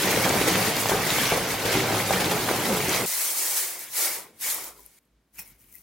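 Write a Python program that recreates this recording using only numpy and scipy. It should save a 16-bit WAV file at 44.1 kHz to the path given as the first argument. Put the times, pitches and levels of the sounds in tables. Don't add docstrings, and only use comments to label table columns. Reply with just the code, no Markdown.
import sys
import numpy as np
from scipy import signal
from scipy.fft import rfft, irfft, next_fast_len
from scipy.io import wavfile
from scipy.ndimage import uniform_filter1d, map_coordinates

SR = 44100
rng = np.random.default_rng(int(sys.argv[2]) if len(sys.argv) > 2 else 0)


def bounce(signal):
    frames = np.transpose(np.atleast_2d(signal))
    limited = np.clip(frames, -1, 1)
    pcm = np.round(limited * 32767).astype(np.int16)
    wavfile.write(sys.argv[1], SR, pcm)


N = 256662
TIME = np.arange(N) / SR
OPEN_S, LIFT_S = 3.058, 4.99
TOP_HZ = 16000


def amp(db):
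    return 10 ** (np.asarray(db) / 20)


def unit_rms(x):
    return x / np.sqrt(np.mean(x ** 2) + 1e-20)


def at_frequency(points, hz):
    knots_hz, values = np.transpose(points)
    return np.interp(np.log(hz + 1), np.log(knots_hz + 1), values)


def curves(rows):
    times, *columns = np.transpose(rows)
    return [np.interp(TIME, times, column) for column in columns]


def wobble(rate_hz, size=N):
    knots = rng.standard_normal(int(size * rate_hz / SR) + 4)
    return map_coordinates(knots, [np.arange(size) * rate_hz / SR])


def filtered(x, response):
    size = next_fast_len(N + 8192)
    return irfft(rfft(x, size) * response(np.fft.rfftfreq(size, 1 / SR)), size)[..., :N]


def pulses(peak_s, gain, hz, rise_s, phase, size):
    t = np.arange(size) / SR
    age = t / rise_s[:, None]
    carrier = np.sin(2 * np.pi * (hz[:, None] * t + phase[:, None]))
    bursts = gain[:, None] * age * np.exp(1 - age) * carrier
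    index = np.round(np.abs(peak_s - rise_s) * SR).astype(int)[:, None] + np.arange(size)
    return np.bincount(index.ravel(), bursts.ravel(), N + size)[:N]


# frequency_hz, side_minus_mid_db
STEREO_WIDTH = [(60, -28.5), (110, -32), (200, -19), (380, -13), (700, -11.5), (1290, -8), (2380, -9),
                (4400, -4.5), (8120, -4), (15000, -4)]
def spread(pair, spectrum, inside):
    def response(hz):
        return amp(at_frequency(spectrum, hz) + [0 * hz, at_frequency(STEREO_WIDTH, hz)])
    mid, side = filtered(pair, response)
    return np.array([mid + side, mid - side]) / np.sqrt(np.mean(mid[inside] ** 2))


def grains(span, spectrum, top_hz, rise_s, spread_db, clump_db, clump_hz, hiss, count, size):
    when, pitch, mid_phase, side_phase, slowness = rng.random((count, 5)).T
    times = span[0] + when * (span[1] - span[0])
    gain = amp(spread_db * np.clip(rng.standard_normal(count), -3, 2.5))
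    rises = rise_s * 4 ** slowness
    inside = slice(round(span[0] * SR), round(span[1] * SR))
    pair = np.zeros((2, N))
    for channel, phase in enumerate((mid_phase, side_phase)):
        bursts = pulses(times, gain, pitch * top_hz, rises, phase, size)[inside]
        pair[channel, inside] = unit_rms(bursts) + hiss * rng.standard_normal(len(bursts))
    return spread(pair * amp(clump_db * wobble(clump_hz)), spectrum, inside)


def patchy(x, depth_db, size):
    spectra = signal.stft(x, nperseg=size)[2]
    field = uniform_filter1d(rng.standard_normal(spectra.shape[1:]), size=2, axis=0)
    field = uniform_filter1d(field, size=6, axis=1)
    return signal.istft(spectra * amp(depth_db * unit_rms(field)), nperseg=size)[1][:, :N]


# frequency_hz, density_db
ROOM_SPECTRUM = [(50, -44), (80, -10), (105, -6.5), (130, -8), (160, -5), (250, -5.5), (400, -11),
                 (900, -18), (3000, -23.5), (9000, -32), (13000, -40), (15800, -54.5)]
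HANDLING_SPECTRUM = [(60, -29), (100, 2), (200, 2.5), (350, -7), (480, -15), (700, -40), (1200, -120)]
# time_s, level_db
ROOM_LEVELS = [(3.06, -51), (3.13, -67), (3.7, -64), (4.1, -59), (4.3, -64.5), (4.6, -59), (4.82, -65),
               (5.0, -71.5), (5.15, -72), (5.3, -74), (5.4, -67.5), (5.82, -68)]
HANDLING_LEVELS = [(5.3, -95), (5.35, -72), (5.395, -65), (5.46, -71), (5.53, -70), (5.57, -74),
                   (5.63, -64), (5.68, -68), (5.74, -76), (5.79, -64), (5.82, -71)]
# peak_s, level_db
MODE_SWELLS = [(3.76, -77.5), (3.93, -70), (4.13, -68), (4.58, -76), (4.68, -66), (4.76, -70), (4.84, -63),
               (5.16, -66), (5.4, -62), (5.53, -61), (5.68, -66), (5.8, -70)]
def kitchen_rumble(mode_hz=53, wander=.08, floor_db=-79.5, swell_s=.05):
    handling = spread(rng.standard_normal((2, N)), HANDLING_SPECTRUM, slice(N))
    room = spread(rng.standard_normal((2, N)), ROOM_SPECTRUM, slice(N))
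    hz = mode_hz * (1 + wander * wobble(25))
    mode = np.sqrt(2) * np.sin(2 * np.pi * np.cumsum(hz) / SR)
    swells = sum(amp(db) * np.exp(-((TIME - peak_s) / swell_s) ** 2) for peak_s, db in MODE_SWELLS)
    handling *= amp(curves(HANDLING_LEVELS)[0] + 2.7 * wobble(35))
    room *= amp(curves(ROOM_LEVELS)[0] + 1.56 * wobble(3.03))
    return (amp(floor_db) + swells) * mode + handling + room


# frequency_hz, t60_s
ROOM_DECAY = [(100, .3), (1000, .25), (5000, 0.13), (15000, 0.086)]
def reverberation(x, level_db=-10):
    hz, t, spectra = signal.stft(rng.standard_normal((2, SR // 2)), SR, nperseg=256)
    decay = amp(-60 * t / at_frequency(ROOM_DECAY, hz)[:, None])
    tail = signal.istft(spectra * decay, SR, nperseg=256)[1]
    delayed = np.pad(x, ((0, 0), (200, 0)))
    return amp(level_db) * signal.fftconvolve(delayed, tail / np.linalg.norm(tail[0]), axes=1)[:, :N]


# peak_s, level_db, pitch_hz, half_width_s
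WEDGE_RUBS = [(4.789, -58, 424, 0.028), (4.795, -61, 1000, .012), (5.347, -67.5, 2050, .01),
              (5.373, -58, 2500, .012), (5.396, -49, 2500, .015), (5.396, -46, 5400, .012),
              (5.399, -49, 6200, .008), (5.42, -59, 2600, .006), (5.43, -56, 5500, .02),
              (5.478, -64, 2250, .015), (5.522, -66, 2150, .018), (5.617, -60, 2900, .005),
              (5.7, -68, 2300, .02), (5.73, -58, 2200, .005), (5.753, -56, 2020, .008),
              (5.763, -65, 2550, .028), (5.783, -63, 2150, .006)]
def wedge_rubs(relative_bandwidth=0.11):
    out, t = np.zeros(N + SR), np.arange(-SR // 10, SR // 10) / SR
    for peak_s, db, hz, half_width_s in WEDGE_RUBS:
        roughness = unit_rms(.3 + wobble(relative_bandwidth * hz, size=len(t)))
        envelope = amp(db) * np.exp(-(t / half_width_s) ** 2)
        out[round((peak_s + t[0]) * SR):][:len(t)] += envelope * roughness * np.sin(2 * np.pi * hz * t)
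    return out[:N]


# start_s, level_db
WEDGE_TAPS = [(5.384, -42.5), (5.391, -39.5), (5.396, -46), (5.403, -48), (5.419, -54)]
# pitch_hz, level_db, t60_s
WEDGE_MODES = [(170, -5, 0.043), (875, 1, 0.018), (1480, 4.5, 0.019), (2020, 7, 0.014), (2550, 8, 0.013),
               (2900, -2, .008)]
def wedge_taps(grit=0.45, attack_s=0.0025):
    out, t = np.zeros(N + SR), np.arange(SR // 10) / SR
    for start_s, db in WEDGE_TAPS:
        ring = np.zeros(len(t))
        for hz, mode_db, t60 in WEDGE_MODES:
            decay = amp(mode_db + rng.normal(0, 2.4) - 60 * t / t60)
            flutter = unit_rms(uniform_filter1d(rng.standard_normal(len(t)), size=120))
            ring += decay * unit_rms(1 + grit * flutter) * np.sin(2 * np.pi * (hz * t + rng.random()))
        out[round(start_s * SR):][:len(t)] += amp(db) * ring * (1 - np.exp(-t / attack_s))
    return out[:N]


def lingering(gain, decay_s):
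    keep = np.exp(-1 / (decay_s * SR))
    return sum(part * np.sqrt(np.abs(signal.lfilter([1 - keep], [1, -keep], (part * gain) ** 2)))
               for part in (TIME < LIFT_S, TIME >= LIFT_S))


# time_s, level_db
OPEN_LEVELS = [(3.062, -28.5), (3.24, -26.5), (3.28, -26), (3.346, -30), (3.378, -25.5), (3.554, -27),
               (3.57, -23), (3.748, -37), (3.785, -39.5), (3.797, -37), (3.835, -38.5), (3.86, -43),
               (3.898, -45), (3.968, -25.5), (4.054, -23), (4.102, -30.5), (4.16, -32.5), (4.332, -67.5),
               (4.385, -56), (4.395, -48), (4.415, -34.5), (4.44, -29), (4.514, -26), (4.596, -36.5),
               (4.682, -41), (4.74, -56), (4.8, -55.5), (4.86, -57.5), (4.9, -60.5), (4.988, -60)]
LIFT_LEVELS = [(4.994, -78), (5.06, -78), (5.15, -90), (5.315, -82), (5.34, -60), (5.378, -48),
               (5.392, -35), (5.44, -55), (5.47, -52.5), (5.5, -54), (5.572, -70), (5.614, -58),
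               (5.67, -63), (5.72, -55.5), (5.76, -52), (5.8, -56), (5.82, -61)]
# time_s, rustle_db, body_db
SLACK_LEVELS = [(3.06, -13, -17.5), (3.3, -14, -17.5), (3.6, -14.5, -18.5), (3.9, -9.5, -14.5),
                (4.05, -12.5, -15), (4.2, -10.5, -12.5), (4.45, -8.5, -16.5), (4.52, -15, -17.5),
                (4.62, -10.5, -13), (4.75, -13.5, -13), (4.98, -8, -17.5), (5.3, -18, -14.5),
                (5.36, -4.5, -16), (5.41, -15, -27), (5.45, -15, -20), (5.52, -10, -23), (5.6, -10, -23),
                (5.68, -9, -17), (5.75, -14, -25), (5.8, -16, -25)]
# frequency_hz, density_db
FIZZ_SPECTRUM = [(400, -53.5), (2650, -12.5), (4500, -8), (5820, -5), (9500, -2.5), (14900, -4.5),
                 (15800, -5)]
CLOSE_FIZZ_SPECTRUM = [(1500, -34.5), (3800, -22.5), (5500, -11), (7500, -10), (10000, -5.5), (12500, -4),
                       (15800, -5)]
RUSTLE_SPECTRUM = [(900, -37), (1400, -5), (1800, -1), (2250, 3), (2650, -7), (3000, -7.5), (5000, -8.5),
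                   (7000, -26.5), (9900, -120)]
CLOSE_RUSTLE_SPECTRUM = [(900, -30), (1500, -12), (1900, -8.5), (2200, -3.5), (2600, -12), (3000, -11.5),
                         (4500, -15), (7000, -15), (9900, -120)]
BODY_SPECTRUM = [(120, -49), (300, -18), (500, -7.5), (700, -6.5), (950, -4), (1400, -8.5), (1800, -35),
                 (3000, -120)]
SAG_SPECTRUM = [(120, -49), (230, -15.5), (300, -5), (340, 0), (390, -3), (600, -5), (900, -25),
                (1500, -120)]
# time_s, left_minus_right_db
HAND_BALANCE = [(3.06, 0.5), (4.9, 1), (5.5, 2.5), (5.82, 3)]
def bag_opening(sag_db=-9.5):
    opening, lifting, both = (OPEN_S, LIFT_S), (LIFT_S, N / SR), (OPEN_S, N / SR)
    crease = amp(curves(OPEN_LEVELS + LIFT_LEVELS)[0]) * (TIME >= OPEN_S)
    rustle_db, body_db = curves(SLACK_LEVELS)
    fizz = grains(opening, FIZZ_SPECTRUM, top_hz=17400, rise_s=.0001, spread_db=5.1,
                  clump_db=.42, clump_hz=65, hiss=3.1, count=9000, size=120)
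    fizz += grains(lifting, CLOSE_FIZZ_SPECTRUM, top_hz=16700, rise_s=.00012, spread_db=4.2,
                   clump_db=1.1, clump_hz=90, hiss=1.37, count=1500, size=120)
    rustle = grains(opening, RUSTLE_SPECTRUM, top_hz=6880, rise_s=.000386, spread_db=2.1,
                    clump_db=.69, clump_hz=50, hiss=4.8, count=2500, size=400)
    rustle += grains(lifting, CLOSE_RUSTLE_SPECTRUM, top_hz=7220, rise_s=.000493, spread_db=3.6,
                     clump_db=.79, clump_hz=40, hiss=3.1, count=800, size=500)
    body = grains(both, BODY_SPECTRUM, top_hz=2184, rise_s=.000734, spread_db=1,
                  clump_db=1, clump_hz=30, hiss=4.3, count=1200, size=500)
    sag = grains(both, SAG_SPECTRUM, top_hz=910, rise_s=.001, spread_db=1.1,
                 clump_db=.5, clump_hz=44, hiss=3.8, count=600, size=700)
    rustle *= amp(rustle_db) * lingering(crease, decay_s=.018)
    body *= amp(body_db) * lingering(crease, decay_s=.025)
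    sag *= amp(body_db + sag_db) * lingering(crease, decay_s=.054)
    crinkle = patchy(crease * fizz + rustle, depth_db=2, size=512)
    pan_db = curves(HAND_BALANCE)[0]
    return (crinkle + body + sag) * amp([pan_db / 2, -pan_db / 2])


# time_s, level_db, pitch_hz, left_minus_right_db
FOLD_SNAPS = [(0.074, -11, 5050, 0.0), (0.26, -13, 2400, 1.0), (0.2932, -1.5, 6610, 3),
              (0.415, -4, 3000, -2), (0.5137, -7, 5130, 0.5), (0.556, 0, 2180, -2), (0.767, -6, 4960, 2),
              (0.858, -12, 2300, 0), (0.8873, -4, 5910, 3), (0.9034, -7.5, 6280, 2), (1.104, -1, 3660, -1),
              (1.255, -3, 3940, 3), (1.3444, -7, 5040, 2), (1.772, -5, 5000, 2), (2.161, -7, 4020, 0.5),
              (2.2447, -5, 3680, 0.0), (2.2587, -6, 3700, -0.5), (2.4894, -5, 3500, -9),
              (2.5634, -9, 6440, -0.5), (2.8944, -4.5, 6610, 3), (2.9468, -5, 3880, 0.0),
              (3.3758, -10, 11000, 3), (3.6188, -14, 11000, 2), (3.6594, -12, 11000, 2),
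              (3.7925, -14, 13000, 5), (3.8393, -16, 11000, 2), (3.9685, -17, 10000, -1),
              (4.0618, -7, 10000, 1), (4.205, -19, 8000, 6), (4.393, -30, 12000, 3), (4.411, -14, 13100, 2),
              (4.4318, -15, 11500, -4), (4.525, -5, 12300, 0.5), (4.534, -12, 12300, 0),
              (4.5455, -5, 12000, 1), (4.5514, -9, 11900, -2.5), (4.643, -15, 12000, 0),
              (4.6534, -15, 12800, 4), (4.7785, -32, 14000, 5), (4.7945, -27, 14500, 7),
              (4.8054, -28, 13100, 4), (4.832, -33, 12100, 9), (4.8555, -33, 11000, 14),
              (4.8625, -20.5, 12000, 5), (4.915, -39, 12000, 2), (4.9866, -43.5, 9560, -3),
              (5.053, -50, 9830, 1), (5.3857, -29, 12960, 1), (5.3914, -19, 12300, 2),
              (5.3964, -17, 12300, 2), (5.4175, -23, 12700, 2), (5.4225, -25, 12000, -1),
              (5.4808, -37, 13100, 0), (5.4995, -34, 13000, 2), (5.6083, -41, 9450, 8),
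              (5.6245, -40, 10100, 9), (5.6427, -34, 11100, 7), (5.7158, -36, 11440, 8),
              (5.727, -31, 11800, 13), (5.739, -29.5, 12200, 5), (5.7485, -32, 12100, 10),
              (5.7543, -24, 12400, 14), (5.783, -29, 12000, 9), (5.7907, -34, 12700, 6),
              (5.7966, -35, 10500, 6), (5.8103, -36, 12500, 3)]
def fold_snaps(highpass_hz=897):
    times, db, hz, pan_db = np.repeat(FOLD_SNAPS, repeats=4, axis=0).T
    slip = np.arange(len(times)) % 4
    lag, detune, phase = rng.random((len(times), 3)).T
    times = times + .0009 * slip * lag
    hz = np.minimum(hz * (1 + .15 * slip * (detune - .5)), TOP_HZ - 800)
    rise_s = .00007 * (1 + .61 * slip)
    db = db - 9 - 3 * slip
    clicks = [pulses(times, amp(db + side * pan_db / 2), hz, rise_s, phase, 256) for side in (1, -1)]
    return filtered(np.array(clicks), lambda f: 1j * f / (highpass_hz + 1j * f))


# start_s, level_db, first_pitch_hz, settled_pitch_hz, t60_s
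AIR_HUMS = [(.04, -25.5, 194, 184, 0.28), (.26, -25, 256, 249, 0.23), (.47, -24, 320, 321, .3),
            (.5, -28.5, 192, 189, 0.3), (0.913, -26.5, 201, 190, .1), (.921, -21.5, 373.4, 556, .18),
            (1.32, -30, 450, 568, 0.27), (1.65, -30.5, 113, 103.4, .9), (1.745, -23.5, 311, 326, 0.16),
            (1.745, -24.5, 388, 373, 0.53), (1.901, -32, 112, 105.5, .7), (1.925, -26, 300, 400, .3),
            (2.13, -26.5, 200, 184, 0.46), (2.312, -27, 437, 425, 0.26), (2.685, -23.5, 270, 135, 0.41),
            (2.69, -28, 507, 508, 0.35), (2.7, -31, 358, 428, 0.27), (2.77, -28.5, 430, 423, 0.23),
            (2.86, -29, 410, 320, .25), (2.99, -32, 478, 474, 0.15)]
def air_hums(glide_s=.05, wander=.03, attack_s=.0095, hold_s=.02):
    out, t = np.zeros(N + SR), np.arange(SR // 3) / SR
    for start_s, db, first_hz, settled_hz, t60 in AIR_HUMS:
        hz = settled_hz + (first_hz - settled_hz) * np.exp(-t / glide_s)
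        hz *= 1 + wander * wobble(30, size=len(t))
        flutter_db = .6 * wobble(45, size=len(t))
        fade_db = -60 * np.maximum(t - hold_s, 0) / t60
        envelope = amp(db + flutter_db + fade_db) * (1 - np.exp(-t / attack_s))
        out[round(start_s * SR):][:len(t)] += envelope * np.sin(2 * np.pi * np.cumsum(hz) / SR)
    return out[:N]


# centre_hz, bandwidth_hz, gain_db
AIR_MODES = [(51, 7.6, 8.5), (107, 5.6, 1), (180, 16, 5), (252.6, 7.4, 4), (305.3, 6.3, 8), (396, 2, 9),
             (457, 14, 1), (496, 5.1, -6), (768.4, 6.9, 8)]
def air_resonance(x):
    def response(f):
        return 1 + sum((amp(db) - 1) * 1j * f * width / (centre ** 2 - f ** 2 + 1j * f * width)
                       for centre, width, db in AIR_MODES)
    return filtered(x, response)


# frequency_hz, density_db
SLAP_SPECTRUM = [(25, -13.5), (710, -2.5), (1200, -7), (1690, -4.5), (2200, -2), (2620, -5.5), (6000, -12),
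                 (7800, -17.5), (13200, -120)]
# time_s, slap_db, crinkle_db
FILM_STRAIN = [(0.0, -29, -29.5), (0.06, -26.5, -30.5), (0.45, -28.5, -31.5), (0.49, -25.5, -31.5),
               (0.66, -27.5, -31), (0.67, -25.5, -29), (0.74, -31, -36), (0.81, -29, -28.5),
               (0.85, -31, -33.5), (0.91, -30.5, -34.5), (0.93, -30.5, -35.5), (1.01, -30.5, -33.5),
               (1.09, -27.5, -30.5), (1.24, -25.5, -29), (1.47, -32.5, -37.5), (1.51, -28.5, -31),
               (1.58, -34, -37.5), (1.74, -26, -32), (1.84, -29, -36.5), (2.01, -29, -32),
               (2.03, -31.5, -35.5), (2.12, -30, -31.5), (2.22, -30.5, -34.5), (2.86, -31.5, -32.5),
               (2.95, -25.5, -29), (3.04, -34.5, -34)]
# start_s, level_db
HEAP_THROWS = [(.021, -28), (.1, -28.5), (.239, -26.5), (.295, -35), (.41, -31), (0.473, -25.5),
               (.509, -33.5), (.55, -34.5), (.855, -33), (.889, -26.5), (1.106, -34.5), (1.26, -34.5),
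               (1.65, -29), (1.716, -28), (2.122, -26.5), (2.198, -29), (2.308, -29.5), (2.388, -35.5),
               (2.484, -35), (2.65, -30)]
def film_slaps(surge_s=.0094):
    slap = grains((0, OPEN_S), SLAP_SPECTRUM, top_hz=7960, rise_s=.0002, spread_db=2.5,
                  clump_db=.33, clump_hz=60, hiss=2.34, count=6000, size=240)
    crinkle = grains((0, OPEN_S), FIZZ_SPECTRUM, top_hz=17150, rise_s=.00012, spread_db=2,
                     clump_db=.87, clump_hz=70, hiss=1.4, count=12000, size=120)
    surge, age = np.zeros(N + SR), np.arange(SR // 10) / SR / surge_s
    for start_s, db in HEAP_THROWS:
        surge[round(start_s * SR):][:len(age)] += amp(db) * age * np.exp(1 - age)
    slap_db, crinkle_db = curves(FILM_STRAIN)
    slap *= np.hypot(amp(slap_db), surge[:N])
    crinkle *= np.hypot(amp(crinkle_db), .67 * surge[:N])
    return patchy(slap + crinkle, depth_db=2, size=512)


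# peak_s, level_db, pitch_hz
WEDGE_LANDINGS = [(0.074, -18, 445), (0.258, -16, 600), (0.261, -18, 850), (0.264, -11.5, 750),
                  (0.279, -16, 700), (0.307, -14.5, 800), (0.303, -19, 556), (0.414, -16, 376),
                  (0.483, -16, 320), (0.685, -17, 328), (0.769, -20.5, 500), (0.858, -14.5, 740),
                  (0.896, -15, 700), (0.918, -9.5, 480), (1.079, -19.5, 799), (1.185, -14, 877),
                  (1.321, -12, 630), (1.462, -19.5, 503), (1.543, -18, 830), (1.652, -19, 452),
                  (1.753, -15, 310), (1.774, -18, 446), (1.947, -12, 850), (2.108, -9, 690),
                  (2.314, -17.5, 556), (2.32, -13, 850), (2.483, -20.5, 400), (2.487, -17, 900),
                  (2.4903, -13, 1300), (2.493, -15, 1100), (2.513, -14.5, 520), (2.588, -20, 382),
                  (2.714, -31, 500), (2.729, -14, 496), (2.773, -12.5, 750), (2.886, -19.5, 326),
                  (2.988, -27, 438)]
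def wedge_thuds():
    peak_s, db, hz = np.transpose(WEDGE_LANDINGS)
    return pulses(peak_s, amp(db), hz, rise_s=.36 / hz, phase=np.full(len(hz), .5), size=700)


# frequency_hz, density_db
TUMBLE_SPECTRUM = [(26, -43), (45, -7.5), (70, -10.5), (102, 7), (190, 2.5), (309, 1), (349, 1), (376, 6.5),
                   (405, -0.5), (443, 6.5), (530, 3), (1600, -5.5), (2080, -30.5), (3520, -120)]
# time_s, level_db
HEAP_TOSSES = [(.04, -26.5), (.1, -31), (.17, -26.5), (.25, -24.5), (.34, -26), (.46, -27.5), (.55, -27),
               (.66, -34.5), (0.914, -24), (1.315, -24.5), (1.65, -33.5), (1.745, -30), (1.84, -28.5),
               (1.92, -28.5), (2.105, -24.5), (2.2, -27.5), (2.31, -29), (2.5, -27.5), (2.697, -29),
               (2.99, -32.5)]
def wedge_tumble(rise_s=.012, settle_s=.066, roll_db=-34.5):
    bumps = grains((0, OPEN_S), TUMBLE_SPECTRUM, top_hz=2510, rise_s=.0005, spread_db=4.5,
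                   clump_db=.19, clump_hz=30, hiss=4.44, count=2500, size=360)
    power, t = np.full(N + SR, amp(2 * roll_db)), np.arange(SR // 2) / SR
    toss = (1 - np.exp(-(t / rise_s) ** 2)) * np.exp(-t / settle_s)
    for time_s, db in HEAP_TOSSES:
        power[round(max(time_s - rise_s, 0) * SR):][:len(t)] += amp(2 * db) * toss
    return np.sqrt(power[:N]) * patchy(bumps, depth_db=1.5, size=2048)


def scene(crossfade_s=.0022):
    contacts = fold_snaps() + wedge_taps() + wedge_rubs()
    shaking = air_resonance(wedge_tumble() + wedge_thuds()) + air_hums() + film_slaps()
    opening = bag_opening() + kitchen_rumble()
    blend = np.clip((TIME - OPEN_S) / crossfade_s, 0, 1)
    return (1 - blend) * shaking + blend * opening + contacts + reverberation(contacts)


def record(dry):
    bass_hz, edge_hz = 44.7, 120
    def response(hz):
        lowpass = np.sin(np.pi / 2 * np.clip((TOP_HZ - hz) / edge_hz, 0, 1)) ** 2
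        return lowpass / np.sqrt(1 + (bass_hz / (hz + 1)) ** 6)
    return filtered(dry, response)


dry = scene()
out = record(dry)
bounce(out)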